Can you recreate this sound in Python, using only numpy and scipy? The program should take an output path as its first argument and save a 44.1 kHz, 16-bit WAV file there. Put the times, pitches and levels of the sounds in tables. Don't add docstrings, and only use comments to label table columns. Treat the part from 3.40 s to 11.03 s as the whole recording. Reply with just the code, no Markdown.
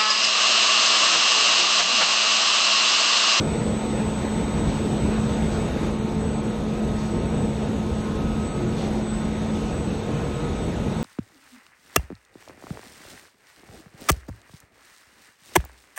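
import sys
import numpy as np
from scipy import signal
from scipy.fft import rfft, irfft, next_fast_len
from scipy.io import wavfile
from scipy.ndimage import uniform_filter1d

SR = 44100
rng = np.random.default_rng(int(sys.argv[2]) if len(sys.argv) > 2 else 0)


def digitize_waveform(pressure):
    field = np.atleast_2d(pressure).T
    bounded = np.clip(field, -1, 1)
    quanta = np.round(bounded * 32767).astype(np.int16)
    wavfile.write(sys.argv[1], SR, quanta)


def how_loud(loudness_db):
    steps = np.asarray(loudness_db, float) / 20
    return 10 ** steps


N = 336483
T = np.arange(N) / SR
CARRIER_HZ = 7999.9


def evened(x):
    return x / np.sqrt(np.mean(x ** 2) + 1e-20)


def read(points, hz):
    f, value = np.transpose(points)
    return np.interp(np.log(hz + 1), np.log(f + 1), value)


def columns(rows, t):
    centre_s, width_s, *db_columns = np.transpose(rows)
    coarse_t = t[::64]
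    bells = np.exp(-((coarse_t[:, None] - centre_s) / np.maximum(width_s, .01)) ** 2)
    return [np.interp(t, coarse_t, bells @ db) for db in db_columns]


def drift(rate_hz):
    steps = rng.standard_normal(N // 128 + 2)
    slow = signal.lfilter(*signal.butter(2, rate_hz, fs=SR / 128), steps)
    return np.interp(np.arange(N) / 128, np.arange(len(steps)), evened(slow))


def tone(hz, level_db, waver, waver_hz):
    turn = np.exp(2j * np.pi * (hz * T + rng.random()))
    wander = 1 + waver * (drift(waver_hz) + 1j * drift(waver_hz))
    return how_loud(level_db) * np.sqrt(2 / (1 + 2 * waver ** 2)) * (turn * wander).real


# rumble, body and air hiss [dB].
SHADOW_DB = (-0.4, -2.2, -3.5)
# centre [s], half width [s], rumble [dB], body [dB].
SURGES = [
    (.5, 0.17, -0.5, 0),
    (.8, 0.091, -2, .3),
    (1.55, .25, 3, 1),
    (3.17, 0.12, -4, 0.8),
    (4.05, 0.19, 2.2, 0.3),
    (5.0, 0.078, 3, 0.7),
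    (5.1, 0.055, -4.5, -1.5),
    (5.47, 0.11, 1.2, 3.5),
    (5.67, .05, -5.5, -2.5),
    (6.8, 0.098, 1, -1),
]


def roar_levels(t):
    shadow_s, edge_s, reopen_per_s = 2.5, 0.044, .07
    entered = np.clip((T - shadow_s) / edge_s + .5, 0, 1)
    shadow = entered * (1 - reopen_per_s * (T - shadow_s))
    rumble_db, body_db = columns(SURGES, T)
    rumble_loss, body_loss, hiss_loss = SHADOW_DB
    levels = (rumble_loss * shadow + rumble_db, body_loss * shadow + body_db, hiss_loss * shadow)
    return [np.interp(t, T, level) for level in levels]


# frequency [Hz], density [dB per Hz].
HALL = [(18, -33), (32, -10.5), (45, -1.5), (70, -1), (100, -2.5), (160, 3), (250, -2), (500, -8),
        (900, -15.5), (1300, -22.5), (1800, -25), (2600, -25.5), (3200, -30), (4400, -32)]
# centre [Hz], width [Hz], rise over the roar [dB].
COVERS = [
    (62, 31, 5),
    (143.9, 18, 2),
    (177.6, 38, -0.5),
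    (352.2, 7.2, 3),
    (632, 12, 2),
    (1458, 41, 6),
    (3665, 450, 5),
]


def roar():
    hop, size = 512, 2048
    frames, hz = N // hop + 5, np.fft.rfftfreq(size, 1 / SR)
    a, b, patches = rng.standard_normal((frames, len(hz), 3)).T
    patches = uniform_filter1d(patches, size=20, axis=0)
    patches = evened(uniform_filter1d(patches, size=8, axis=1))
    levels = roar_levels(np.arange(frames) * hop / SR)
    rumble_db, body_db, hiss_db = (level - level.mean() for level in levels)
    low = read([(170, 0.89), (260, 0.093)], hz)[:, None]
    high = read([(900, 0.34), (1700, 1), (7500, 0.96), (8500, 0.63)], hz)[:, None]
    level_db = low * rumble_db + high * hiss_db + (1 - low - high) * body_db
    covers_db = sum(db / (1 + (2 * (hz - f) / width) ** 2) for f, width, db in COVERS)
    colour_db = read(HALL, hz) + covers_db
    field = (a + 1j * b) * how_loud(colour_db[:, None] + level_db + 1.18 * patches)
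    noise = signal.istft(field, nperseg=size, noverlap=size - hop)[1][:N]
    return how_loud(-26.0) * evened(noise)


# start [s], peak [dB], length [s], lower edge [Hz], upper edge [Hz].
PUFFS = [
    (1.269, -44, 0.11, 890, 5940),
    (2.109, -44, 0.056, 2950, 7100),
    (2.42, -49.5, 0.076, 1210, 7100),
    (3.578, -48, 0.092, 4320, 6960),
    (5.363, -42.5, .1, 1220, 6900),
    (5.521, -52.5, 0.082, 2520, 6960),
    (6.137, -49, 0.16, 4330, 7030),
]


def valves():
    out = np.zeros(N + SR)
    t = np.arange(SR // 2) / SR
    rise_s, tail_s = 0.0067, 0.26
    for start_s, db, length_s, low_hz, top_hz in PUFFS:
        rise = np.clip(t / rise_s, 0, 1)
        tail = how_loud(-60 * np.maximum(t - length_s, 0) / tail_s)
        band = signal.butter(2, [low_hz, top_hz], "bandpass", fs=SR)
        hiss = evened(signal.lfilter(*band, rng.standard_normal(len(t))))
        out[round(start_s * SR):][:len(t)] += how_loud(db) * rise * tail * hiss
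    return out[:N]


HUM = -29.5, [(.4, .05, -2.5), (1.15, .15, -2), (1.75, 0.14, 3.5), (2.3, 0.061, -4.0), (3.2, 0.053, -4.5),
       (3.4, 0.12, 2.5), (5.15, .09, -8.5), (6.4, 0.14, -5), (7.05, 0.34, -20)]
BLADES = [
    (-43.0, [(2.75, 0.29, 5.5), (3.1, .1, -15), (3.7, .3, 3), (6.0, .4, -15), (6.75, 0.23, 2), (7.2, 0.16, -8)]),
    (-44.5, [(.25, 0.19, 6.5), (1.35, .1, -8.0), (2.97, .12, 6.0), (4.05, 0.26, 6.5), (5.8, 0.24, -7), (6.9, 0.45, 6.5)]),
    (-47.5, [(3.3, 0.23, -10.5), (5.3, 0.58, -19), (7.1, 0.77, -9.5)]),
    (-49.5, [(1.5, .15, 8.0), (2.65, 0.15, 9.8), (3.8, 0.13, 11.0), (5.25, 0.11, 15), (5.58, 0.13, 11), (6.87, 0.089, 6.3)]),
]
TEETH = [
    (-57, [(.3, 0.25, 5.8), (2.42, .1, 6.5), (3.95, 0.088, 5.0), (7.4, 0.21, 9)]),
    (-58, [(3.6, 0.33, 5.0), (4.68, .2, 10.5), (5.3, 0.18, -7), (5.77, 0.11, 10), (6.8, .15, 11.5)]),
    (-51.0, [(2.4, 0.11, 4.5), (3.6, 0.33, 2.5), (5.05, 0.19, 5.5), (5.57, 0.16, -7), (6.52, .1, -9), (7.05, 0.11, 7.0), (7.35, 0.091, -2)]),
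]


def standing_tone(hz, waves, waver, waver_hz):
    usual_db, crests = waves
    return tone(hz, usual_db + columns(crests, T)[0], waver, waver_hz)


def motor():
    return standing_tone(215.8, HUM, waver=0.091, waver_hz=5.5)


def fans():
    blades_hz = (437.0, 474.7, 901.8, 356.0)
    return sum(standing_tone(hz, waves, waver=.3, waver_hz=5.0) for hz, waves in zip(blades_hz, BLADES))


def gears():
    tooth_hz = 211.74
    return sum(standing_tone(k * tooth_hz, waves, waver=.15, waver_hz=4.0)
               for k, waves in zip(range(4, 7), TEETH))


# centre [s], half width [s], rise or dip [dB].
WHINE = [(2.35, .04, -7), (2.7, .03, -7.0), (2.92, 0.14, 8.5), (3.25, .07, -9), (3.7, .05, 6.0),
         (4.02, 0.11, 7), (4.45, .06, -8), (4.6, 0.037, 5.0), (4.8, 0.098, -8.5), (5.08, .14, 7.5),
         (5.42, .04, 4.0), (5.72, .09, 13.0), (5.87, 0.028, 4), (6.13, .03, 7), (6.4, .07, 10.5),
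         (6.55, .03, 3.5), (6.7, .04, -10), (6.92, .12, 3.5), (7.12, .04, -7.0), (7.24, .03, 8),
         (7.42, .07, -10), (7.62, .04, 6)]
# offset from it [Hz], level relative to a fixed -39 dB [dB].
SIDES = [
    (-301, -25),
    (-183, -24),
    (166, -22),
    (300, -22),
    (463, -30),
    (603, -33),
]


def inverter():
    seen_db, sag_db_per_s = -30.5, -1.94
    hidden_s, hidden_db = 2.28, -43
    seen_waver, hidden_waver = .12, 0.31
    hidden = np.clip((T - hidden_s) / 0.085 + .5, 0, 1)
    level_db = (1 - hidden) * (seen_db + sag_db_per_s * T) + hidden * hidden_db + columns(WHINE, T)[0]
    waver = seen_waver + (hidden_waver - seen_waver) * hidden
    carrier = tone(CARRIER_HZ, level_db, waver=waver, waver_hz=24.6)
    skirt = tone(CARRIER_HZ, -48.0, waver=4.4, waver_hz=70.4)
    sides = sum(tone(CARRIER_HZ + hz, -39 + db, waver=.9, waver_hz=6.0) for hz, db in SIDES)
    return carrier + skirt + sides


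def scene():
    return (roar() + valves() + motor() + fans() + gears() + inverter())[None]


# frequency [Hz], step [dB of a transform line].
STEPS = [(100, -1), (1000, -5.5), (1800, -7.7), (3000, -10), (4000, -11.5), (4900, -10.6), (6400, -13),
         (7200, -12.3), (8600, -12.5), (9300, -18), (10700, -22), (12000, -24), (12700, -24.5),
         (13400, -27), (13900, -24)]
# bands above the tone, step relative to the tone's band [dB].
HIDING = [
    (0, -30),
    (-3, -16),
    (3, -20),
    (3.5, -32.5),
    (8.5, -10),
    (5, -34),
]


def phone_rounding(x):
    hop, lines, wide, grid = 1024, 672, 32, 299
    lead = hop - grid
    slope = np.kaiser(hop + 1, 4 * np.pi)
    slope = np.sqrt(np.cumsum(slope[:hop]) / slope.sum())
    window = np.r_[slope, slope[::-1]][:, None]
    n, k = np.arange(2 * hop)[:, None], np.arange(lines)
    basis = np.cos(np.pi / hop * (n + .5 + hop / 2) * (k + .5)) * window
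    blocks = np.pad(x, (lead, 2 * hop - (lead + N) % hop)).reshape(-1, hop)
    z = np.hstack([blocks[:-1], blocks[1:]]) @ basis
    hz, band = (k + .5) * SR / 2 / hop, k // wide
    centre_hz = np.where(hz > 6900, (band + .5) * wide * SR / 2 / hop, hz)

    mid_db = 10 * np.log10((z[:, 70:320] ** 2).mean(axis=1) + 1e-12)
    luck = rng.standard_normal((len(z), 4))
    frame_db = .3 * (mid_db - mid_db.mean()) + 2.2 * uniform_filter1d(luck[:, 0], size=3)
    whine_band = int(CARRIER_HZ / hz[0] / 2) // wide
    whine_db = 10 * np.log10((z[:, band == whine_band] ** 2).sum(axis=1) + 1e-12)
    hiding_db = np.interp(band - whine_band, *np.transpose(HIDING), left=-99, right=-99)
    step = np.maximum(how_loud(read(STEPS, centre_hz)), how_loud(whine_db[:, None] + hiding_db))
    step = step * how_loud(frame_db)[:, None]
    band_luck = uniform_filter1d(rng.standard_normal((len(z), 21)), size=2, axis=0)
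    step *= how_loud(1.2 * band_luck[:, band])
    rounded = np.sign(z) * step * np.floor(abs(z / step) ** .75 + .4054) ** (4 / 3)

    pairs = luck[np.arange(len(z)) // 2 * 2]
    reach = 3.0 * (pairs[:, 1:2] - .62)
    off_centre = abs(band - whine_band - 4.0 - 2.5 * pairs[:, 2:3])
    as_noise = (off_centre < reach) & (band > whine_band) & (hz < 13800)
    z = np.where(as_noise, how_loud(-2.5) * z, rounded) * (hz < 14050)

    halves = (z @ basis.T * 2 / hop).reshape(-1, 2, hop)
    first = np.pad(halves[:, 0], ((0, 1), (0, 0)))
    second = np.pad(halves[:, 1], ((1, 0), (0, 0)))
    return (first + second).ravel()[lead:lead + N]


# frequency [Hz], gain [dB].
MIC = [(4400, 0.83), (4870, -6.5), (5450, -4), (6600, 0), (7300, -7.5), (7520, -13), (8800, -13.5),
       (9050, -10), (10500, -18), (12100, -18.5), (12450, -24), (13200, -18.5), (13800, -27), (15000, -26)]


def microphone(dry):
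    size = next_fast_len(N)
    gain = how_loud(read(MIC, np.fft.rfftfreq(size, 1 / SR)))
    coloured = irfft(rfft(dry, size) * gain, size)[0, :N]
    return signal.lfilter(*signal.butter(2, 30, "highpass", fs=SR), coloured)


def band_limit(x):
    return signal.sosfilt(signal.butter(12, 14060, fs=SR, output="sos"), x)


def record(dry):
    mix = phone_rounding(microphone(dry))[None]
    return band_limit(mix)


dry = scene()
out = record(dry)
digitize_waveform(out)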